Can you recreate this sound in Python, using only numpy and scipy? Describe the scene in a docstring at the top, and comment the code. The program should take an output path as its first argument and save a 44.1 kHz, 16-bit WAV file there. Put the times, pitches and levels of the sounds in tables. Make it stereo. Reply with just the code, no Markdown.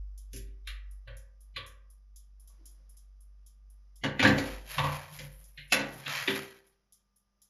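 """A motor hums over room air and a clockwork timer ticks and tocks, four beats a second, in a hard-walled kitchen.
The glass door of a small electric oven drops open in steps: each contact excites steel modes and dense echoes.
A steel tray then lands on the side rails, scrapes in as grains of coloured noise and knocks against them.
The hum is a wavering sine with steady tones; each timer beat is three noise bursts answered by the kitchen."""
import sys
import numpy as np
from scipy import signal
from scipy.fft import rfft, irfft, next_fast_len
from scipy.io import wavfile
from scipy.ndimage import uniform_filter1d, map_coordinates

SR = 44100
rng = np.random.default_rng(int(sys.argv[2]) if len(sys.argv) > 2 else 0)


def store_pcm(level_fs):
    """Save levels as 16-bit WAV."""
    pcm = np.round(np.clip(level_fs, -1, 1) * 32767).astype(np.int16)
    wavfile.write(sys.argv[1], SR, np.atleast_2d(pcm).T)


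N = 330309

# Level of the motor's hum. Each row: time in seconds, level in dB.
HUM_LEVEL = [(0.0, -37.5), (0.1, -43), (0.29, -44.5), (0.44, -39), (0.6, -48), (0.71, -39), (1.06, -49),
             (1.11, -43.5), (1.27, -53), (4.25, -53.5), (4.32, -43), (4.42, -52), (4.55, -41.5),
             (4.73, -54), (4.84, -48), (4.96, -52), (5.09, -79), (5.19, -55), (5.36, -47), (5.44, -55),
             (5.94, -60.5), (6.09, -77), (6.2, -64), (6.28, -78.5), (7.49, -79.5)]
# Steady faint tones. Each row: frequency in Hz, level in dB rms.
STEADY_TONES = [(98, -99), (135.5, -95), (200, -87.5), (400, -106.5), (1199, -91.5)]
# Spectral density of the room air before its level curve. Each row: frequency in Hz, level in dB per Hz.
AIR_COLOUR = [(20, -110), (60, -116), (90, -116), (180, -116), (300, -125), (550, -122), (1200, -124),
              (2500, -131), (4500, -134), (4900, -124), (6000, -126), (7000, -140), (11000, -134),
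              (13000, -150)]
# Level added to the room air. Each row: time in seconds, gain in dB.
AIR_LEVEL = [(0, 8.5), (2.4, 5.5), (2.55, 14.5), (2.95, 10.5), (3.1, 6.5), (6, 10.5), (6.5, 6.5), (7.49, 6)]
# Decay of the kitchen's echoes. Each row: frequency in Hz, time to fall by 60 dB in seconds.
KITCHEN_DECAY = [(100, 1), (300, 0.5), (800, 0.94), (2000, 0.5), (5000, 0.27), (12000, 0.2)]
# Correlation of left and right where noises are spread. Each row: frequency in Hz, likeness from 0 to 1.
LIKENESS = [(60, 0.55), (150, 1), (380, 0.67), (950, 0.13), (2380, 0.61), (5980, 0.13), (12000, .2)]

# Relative spectrum of the timer's click. Each row: frequency in Hz, level in dB.
CLICK_COLOUR = [(1530, -63), (2600, -35.5), (2840, -39), (3150, -18.5), (4610, -23), (4960, -10.5),
                (7470, -9), (7980, 0), (8530, -16), (9450, -7.5), (11700, -13), (15000, -47.5)]
# Two overlapping stretches of the timer's beat. 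Each row: first tick in seconds, tick to tick in seconds,
# number of ticks, level in dB before a common gain, drift in dB per second.
BEATS = [(0.177, .4958, 6, -42, 0.94), (2.4746, .4943, 11, -44.5, -0.14)]
TOCK_DELAY_S, TOCK_DB = 0.2375, -6  # the tock relative to its tick
TICK_BODY_DB, TOCK_BODY_DB = -6.5, -13.5  # added to the click's colour below 8 kHz

# Relative spectrum of rim on rail, before its tilt. Each row: frequency in Hz, level in dB.
RASP_COLOUR = [(240, -64), (400, -36), (512, -13.5), (723, -17), (983, -7.5), (1290, -6), (2330, -3),
               (6970, -14.5), (7600, -17.5), (9880, -58.5), (16700, -120)]
# Relative spectrum of the high friction hiss. Each row: frequency in Hz, level in dB.
FIZZ_COLOUR = [(7000, -31.5), (8000, -6.5), (12100, -0.5), (12500, -32), (14300, -27), (15000, -59.5)]
# Relative spectrum of the cabinet's rumble. Each row: frequency in Hz, level in dB.
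RUMBLE_COLOUR = [(70, -42), (100, -15.5), (147, 0.5), (170, -16), (190, -35)]
# Strokes of the tray on the rails. Each row: start in seconds, rise in seconds, hold in seconds,
# rasp level in dB, fizz level in dB, rumble level in dB, rasp centre in Hz.
STROKES = [(4.175, .1, 0.014, -48, -64.5, -39, 1750), (4.33, .06, 0.091, -41, -49.5, -54.5, 2200),
           (4.6, .11, 0.05, -42.5, -45.5, -55.5, 2860), (4.723, 0.028, 0.22, -41.5, -50, -51.5, 1615),
           (5.052, 0.079, 0.067, -55.5, -51, -47, 2850), (5.3, 0.024, 0.093, -76, -57.5, -62, 2527),
           (5.5, .05, .1, -82, -68.5, -74, 2500), (5.706, .08, 0.067, -50, -65.5, -61, 2000),
           (5.857, 0.089, 0.042, -59, -52.5, -46.5, 1623), (6.008, .1, 0.061, -30.5, -44, -48.5, 2069),
           (6.212, 0.048, 0.11, -39.5, -46.5, -58, 2150)]
SWELL_DB, FADE_DB_PER_S = 25, 109  # a stroke's swell during its rise, its decay after the hold

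# Frequency bands that answer a blow: clank, floor thud, boom, cabinet, door, pan, shelf, rails, rim,
# sheen, fizz. Each row: lower edge in Hz, upper edge in Hz.
PARTS = [(2300, 4500), (70, 132), (132, 180), (180, 320), (320, 440), (460, 640), (660, 840), (860, 1280),
         (1400, 2300), (4500, 7500), (9500, 12500)]
# For each part, the contact column that drives it: 0 clank, 1 floor, 2 cabinet, 3 trays and rails, 4 sheen.
PART_GROUP = [0, 1, 1, 2, 2, 3, 3, 3, 0, 4, 4]
# Modes of cabinet, door and tray. Each row: frequency in Hz, level in dB before a tilt with frequency,
# time in seconds for the slow part of the decay to fall by 60 dB.
STEEL_MODES = [(86, 4, 0.55), (114, 6, 0.34), (143.93, 4.5, 0.5), (208.6, 2, 0.44), (257.3, -2, 0.39),
               (280.8, 3, 0.34), (328.5, -4, 0.58), (391.3, 6, 0.59), (461, -5, 0.58), (515, -0.5, 0.63),
               (550, -4.5, 0.55), (495, -3, 0.29), (907, -6, 0.44), (1003, -8.5, 0.29), (1141, -4.5, 0.38),
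               (1170, -9, 0.46), (1484, -7.5, 0.4), (1574, -14.5, 0.57), (1775, -14.5, 0.29),
               (1938, -14, 0.53)]
# Hills and valleys of the cabinet's dense modes. Each row: frequency in Hz, gain in dB.
CABINET_COLOUR = [(150, 2.5), (178, -9.5), (210, -2), (590, -3.5), (760, -3.5), (900, -2), (1200, -3.5),
                  (1340, -5), (1650, -1.5), (2300, 0), (3100, -0.5), (4400, -4), (6000, -8), (7500, -8.5)]
# Contacts of the door, of the tray, and faint knocks while the two stretches of ticking overlap.
# Each row: time in seconds, clank level in dB before the answers below and a common gain, then dB above it
# of floor, cabinet, trays and rails, and sheen, frequency in Hz of the part struck most directly,
# peak of its extra ring in dB.
DOOR_CONTACTS = [(0.3312, -45, -2.5, -0.5, -15.5, 11, 5940, 3.3),
                 (0.3616, -44.5, -14, -20, -31, 13, 380, 23), (0.4677, -63.5, -5, -0.5, -28, -24, 250, 7),
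                 (0.672, -29, -45, -44.5, -36, -11.5, 1200, 28),
                 (1.0742, -42.5, -7.5, -25, -3.5, -22.5, 1680, 11),
                 (1.562, -27.5, -22, -25.5, -18, -17, 1124, 19.8)]
TRAY_CONTACTS = [(4.0357, -21.5, -14, -3.5, -9.5, -9.5, 1650, 7.6),
                 (4.1932, -14, -28.5, -12.5, -20, -15.5, 250, 5),
                 (4.2256, -14, -22, -15.5, -6.5, -8.5, 100, 17),
                 (4.2488, -15.5, -17.5, -1, -7, -14, 1700, 13),
                 (4.2702, -18.5, -9.5, -8, -11, -7.5, 250, 5), (4.3784, -24.5, -16, -0.5, -12, -2, 556, 7),
                 (4.781, -20, -9.5, -24.5, -9.5, -12, 1070, 11.8),
                 (4.8385, -27, -8, -12, -3, -10.5, 1050, 13.5),
                 (5.1876, -34.5, -12, -16.5, -20.5, 1.5, 545, 11),
                 (5.5745, -32.5, -23, -34, -43.5, -20.5, 550, 12),
                 (5.7211, -12, -34.5, -17, -13.5, -3.5, 11000, 11),
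                 (5.7892, -27, -20.5, -3.5, -7, -3.5, 100, 8),
                 (6.0599, -25.5, -27, -23.5, -27, -24.5, 155, 9),
                 (6.2745, -15, -27.5, -11.5, -22, -20, 380, 12.2)]
FAINT_CONTACTS = [(2.4962, -77, -17, -15, -2, 0, 1080, 16), (2.591, -73, -19, 3.5, -4, -11, 335, 21.7),
                  (2.7817, -79, 1, -1, -3, -2, 546, 12)]
# Answer of each part within its group, for door and tray. Each entry: gain in dB.
DOOR_ANSWER = [0.5, 2.5, -32.5, -0.8, -11, 2.3, -18.5, -9, -6, 0.8, 5]
TRAY_ANSWER = [-3.5, -2.5, 1.3, -0.26, -17, -0.06, 1, -2.1, -6, 1.14, -8.5]
DOOR_SHIFT_DB, DOOR_RISE_S = 1.155, 0.00097  # left up and right down by the shift; onset time
TRAY_SHIFT_DB, TRAY_RISE_S = 0.99, 0.0022
RATTLE_DB, RATTLE_GROWTH = 5, 0.17  # drive of the chatter for a -29.5 dB contact; dB more per dB of contact
STRUCK_OCTAVES = 0.22  # reach of the extra ring
ECHO_SWELL_CYCLES = 6  # the cabinet's echoes build up over this many cycles

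# Gain of the left-right contrast. Each row: frequency in Hz, gain in dB.
CONTRAST = [(7000, 0.5), (8500, 1), (10800, -4), (11500, -34.5), (13000, -26.5), (14000, 2.5)]
TOP_HZ = 15780


def amp(db):
    """Level law: 20 dB is a factor of ten in amplitude."""
    return 10 ** (np.asarray(db) / 20)


def unit(x):
    """Normalisation to an rms amplitude of 1."""
    return x / np.sqrt(np.mean(x ** 2) + 1e-20)


def along(points, hz):
    """Interpolation of (Hz, value) points on a logarithmic frequency axis."""
    f, v = np.transpose(points)
    return np.interp(np.log(hz + 1), np.log(f + 1), v)


def curve(rows):
    """Linear interpolation of (seconds, value) rows at every sample."""
    s, values = np.transpose(rows)
    return np.interp(np.arange(N) / SR, s, values)


def wobble(rate):
    """Slow random modulation: a smooth curve through rate random knots a second."""
    knots = rng.standard_normal(int(N * rate / SR) + 4)
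    return map_coordinates(knots, [np.arange(N) * rate / SR])


def filtered(x, response):
    """Linear filtering: the spectrum is multiplied by a response of frequency."""
    m = next_fast_len(x.shape[-1] + 4096)
    spectrum = rfft(x, m) * response(np.fft.rfftfreq(m, 1 / SR))
    return irfft(spectrum, m)[..., :x.shape[-1]]


def spread(pair, points):
    """Partial coherence: two unrelated signals are coloured, then mixed into partly alike left and right."""
    def response(hz):
        angle = np.arccos(np.clip(along(LIKENESS, hz), -1, 1)) / 2
        return amp(along(points, hz)) * [np.cos(angle), np.sin(angle)]
    mid, side = filtered(pair, response)
    return np.array([mid + side, mid - side])


def kitchen_tail(size, cycles=0):
    """Reverberation: two noises whose every frequency builds up and decays at its own rate."""
    hz, t, z = signal.stft(rng.standard_normal((2, size)), SR, nperseg=256)
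    hz = hz[:, None]
    decay = amp(-60 * t / along(KITCHEN_DECAY, hz))
    build_up = 1 - np.exp(-(t + 0.003) * hz / (cycles + 0.01))
    return signal.istft(z * decay * build_up, SR, nperseg=256)[1][:, :size]


def add(out, s, sound):
    """Superposition: mixes a sound in at s seconds."""
    at = round(s * SR)
    out[:, at:at + sound.shape[1]] += sound


def room_air():
    """Broadband noise: a steady colour under a varying level."""
    air = spread(rng.standard_normal((2, N)), AIR_COLOUR) * np.sqrt(SR / 2)
    return air * amp(curve(AIR_LEVEL) + 0.64 * wobble(5.8))


def motor_hum():
    """Modulated oscillation: a low tone swells and wavers in pitch, with low noise and steady tones."""
    t, hum_db = np.arange(N) / SR, curve(HUM_LEVEL)
    cycles = np.cumsum(49 + 0.5 * wobble(2)) / SR
    low = amp(hum_db + 1.3 * wobble(11.0)) * np.sqrt(2) * np.sin(2 * np.pi * cycles)
    low_noise = filtered(rng.standard_normal(N), lambda hz: np.exp(-((hz - 42) / 14) ** 2))
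    shake = amp(hum_db - 25.5) * unit(low_noise)
    tones = sum(amp(db + 0.8 * wobble(2.7)) * np.sqrt(2) * np.sin(2 * np.pi * (hz * t + rng.random()))
                for hz, db in STEADY_TONES)
    return (low + shake + tones) * amp([[0.3], [-0.3]])


def ticks():
    """Periodic escapement: tick and weaker tock, uneven in level, as (seconds, dB, body dB)."""
    rows = []
    for first, gap, count, db, drift in BEATS:
        for k in range(round(count)):
            for late, less, body_db in [(0, 0, TICK_BODY_DB), (TOCK_DELAY_S, TOCK_DB, TOCK_BODY_DB)]:
                level = db + drift * k * gap + less + rng.normal(0, 0.8)
                rows.append((first + k * gap + late, level, body_db))
    return [row for row in rows if row[0] < N / SR]


def timer():
    """Repeated impact: the escapement strikes three times within 6 ms and the kitchen answers."""
    out, t = np.zeros((2, N + SR)), np.arange(SR // 4) / SR
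    for s, db, body_db in ticks():
        strikes = sum(amp(level - 60 * (t - at) / 0.09) * (t >= at)
                      for at, level in [(0, -8.5), (0.003, -10.5), (0.006, -11)])
        sound = strikes * rng.standard_normal((2, len(t))) + amp(2.5) * kitchen_tail(len(t))
        colour = [(hz, level + (body_db if hz < 8000 else 0)) for hz, level in CLICK_COLOUR]
        add(out, s, amp(db + 5.0) * spread(sound, colour))
    return out[:, :N]


def strokes():
    """Addition of powers: strokes swell, hold and fade into gains of rasp, fizz, rumble, and a rasp centre."""
    start, rise, hold, *levels, hz = np.transpose(STROKES)[:, :, None]
    steps = np.arange(0, N, 64)
    t = steps / SR - start
    swell_db = SWELL_DB * np.minimum(t / rise - 1, 0)
    fade_db = FADE_DB_PER_S * np.maximum(t - rise - hold, 0)
    power = amp(2 * (swell_db - fade_db)) + 1e-30
    gains = [np.sqrt((power * amp(2 * db)).sum(axis=0)) for db in levels]
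    # the centre is a mean weighted by rasp power
    centre = (power * amp(2 * levels[0]) * hz).sum(axis=0) / gains[0] ** 2
    return [np.interp(np.arange(N), steps, c) for c in (*gains, centre)]


def tray_slide():
    """Friction: rim on rail gives dense uneven grains, filtered by the tray; the cabinet rumbles along."""
    rasp_gain, fizz_gain, rumble_gain, centre_hz = strokes()
    grains = rng.standard_normal((2, N)) * amp(1.5 * wobble(30) + 2.8 * wobble(400))
    # the rasp leans from a dull to a bright colour as the contact moves along the rim
    brightness = np.clip((centre_hz - 1200) / 3300, 0, 1)
    dull, sharp = (unit(spread(grains, [(hz, db + tilt * np.log2(hz / 2300)) for hz, db in RASP_COLOUR]))
                   for tilt in (-4, 4))  # dB per octave
    modes_db = 3 * unit(uniform_filter1d(rng.standard_normal(400), size=2))
    through_tray = lambda hz: amp(np.interp(hz, np.linspace(0, 8000, len(modes_db)), modes_db) - 2)
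    rasp = filtered((1 - brightness) * dull + brightness * sharp, through_tray)
    rasp = rasp * rasp_gain * amp([[1.5], [-1.5]])
    fizz = unit(spread(grains * rng.standard_normal((2, N)), FIZZ_COLOUR)) * fizz_gain
    return rasp + fizz + unit(spread(grains, RUMBLE_COLOUR)) * rumble_gain


def contacts():
    """Impact strengths: (seconds, dB, dB of each part, struck Hz, extra dB, shift dB, rise s) per contact."""
    kinds = [(DOOR_CONTACTS, DOOR_ANSWER, DOOR_SHIFT_DB, DOOR_RISE_S),
             (TRAY_CONTACTS + FAINT_CONTACTS, TRAY_ANSWER, TRAY_SHIFT_DB, TRAY_RISE_S)]
    return [(s, db, np.array([0, *groups])[PART_GROUP] + answer, hz, extra_db, shift_db, rise_s)
            for rows, answer, shift_db, rise_s in kinds
            for s, db, *groups, hz, extra_db in rows]


def steel_ring(t):
    """Modal superposition: damped modes with new strengths and phases; loose panels make each waver."""
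    ring = 0
    for hz, db, t60 in STEEL_MODES:
        decay = amp(-60 * t / t60) + 0.5 * amp(-60 * t / (0.19 * t60))
        swell = 1 - np.exp(-t * hz / 4)  # low modes take longer to build up
        strength = amp(db + rng.normal(0, 1.5)) * np.sqrt(hz / 300)
        waver = 0.06 * np.cumsum(rng.standard_normal(len(t) // 16 + 1)).repeat(16)[:len(t)]
        turns = hz * t + rng.random() + np.array([[0], [1 / 4]])  # the pair is a quarter cycle apart
        ring = ring + strength * decay * swell * np.sin(2 * np.pi * turns + waver * np.sqrt(hz / 600))
    return ring


def loose_rattle(t, db, rise_s):
    """Intermittent contact: loose parts chatter in uneven, fast-dying spikes, more so for hard blows."""
    rattle_db = RATTLE_DB + RATTLE_GROWTH * (db + 29.5)
    chatter = amp(3.5 * np.repeat(rng.standard_normal(len(t) // 100 + 1), 100)[:len(t)])
    return amp(rattle_db - 60 * (t - rise_s) / 0.17) * chatter * rng.standard_normal((2, len(t)))


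def blow_colour(parts_db, struck_hz, extra_db):
    """Spectral envelope: band levels, cabinet modes, random high lumps and a peak at the part struck."""
    grid = np.arange(40, 16000, 20)
    lo, hi = np.transpose(PARTS)
    per_hz = parts_db - 10 * np.log10((hi - lo) / SR) - 12.0
    # each band is flat between points a little inside its edges
    inner = sorted([*zip(lo * 1.188, per_hz), *zip(hi / 1.1, per_hz)])
    ends = [(13000, per_hz[-1] - 18), (15500, per_hz[-1] - 40)]
    outline = along([(55, per_hz[1] - 40), *inner, *ends], grid) + along(CABINET_COLOUR, grid)
    # each spot struck favours other groups of the dense high modes
    lumps = 2.86 * unit(uniform_filter1d(rng.standard_normal(len(grid)), size=8)) * (grid > 2000)
    struck = extra_db * np.exp(-(np.log2(grid / struck_hz) / STRUCK_OCTAVES) ** 2)
    return np.transpose([grid, outline + lumps + struck])


def knocks():
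    """Impact excitation: each contact rings the steel, rattles loose parts and fills the kitchen with echoes."""
    out, lead, t = np.zeros((2, N + SR)), 1024, np.arange(SR * 3 // 4) / SR
    # low down the single modes stand out: few echoes fill the valleys between them
    valleys = lambda hz: amp(along([(150, -3.5), (1200, 0.0), (1600, -1.0)], hz))
    for s, db, parts_db, struck_hz, extra_db, shift_db, rise_s in contacts():
        ring = steel_ring(t)
        echoes = filtered(kitchen_tail(len(t), ECHO_SWELL_CYCLES), valleys)
        rattle = filtered(loose_rattle(t, db, rise_s), valleys)
        onset = np.minimum(t / rise_s, 1) ** 2
        # the echoes die 20 dB per second faster than the kitchen alone
        sound = (amp(-14.5) * ring + echoes * amp(-20 * t) + 0.5 * rattle) * onset
        sound = np.pad(sound, ((0, 0), (lead, 0)))  # room for the filter to spread ahead of the onset
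        coloured = spread(sound, blow_colour(db + parts_db, struck_hz, extra_db))
        add(out, s - lead / SR, coloured * amp([[shift_db], [-shift_db]]))
    return out[:, :N]


def scene():
    """Superposition of all sources in the kitchen."""
    return room_air() + motor_hum() + timer() + tray_slide() + knocks()


def record(dry):
    """Sum and difference filtering: the sum has a gap near 8.6 kHz and a dull top, the contrast its own colour."""
    def sum_gain(hz):
        gap_db = -30 * np.exp(-((hz - 8600) / 900) ** 4)
        return amp(gap_db + along([(12300, -0.5), (12600, -2), (14500, -4.5), (15000, -17.0)], hz))

    def response(hz):
        return np.array([sum_gain(hz), amp(along(CONTRAST, hz))]) * (hz < TOP_HZ)  # nothing passes the limit
    pair = np.array([dry[0] + dry[1], dry[0] - dry[1]]) / 2
    mid, side = filtered(pair, response)
    return np.array([mid + side, mid - side])


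dry = scene()
out = record(dry)
store_pcm(out)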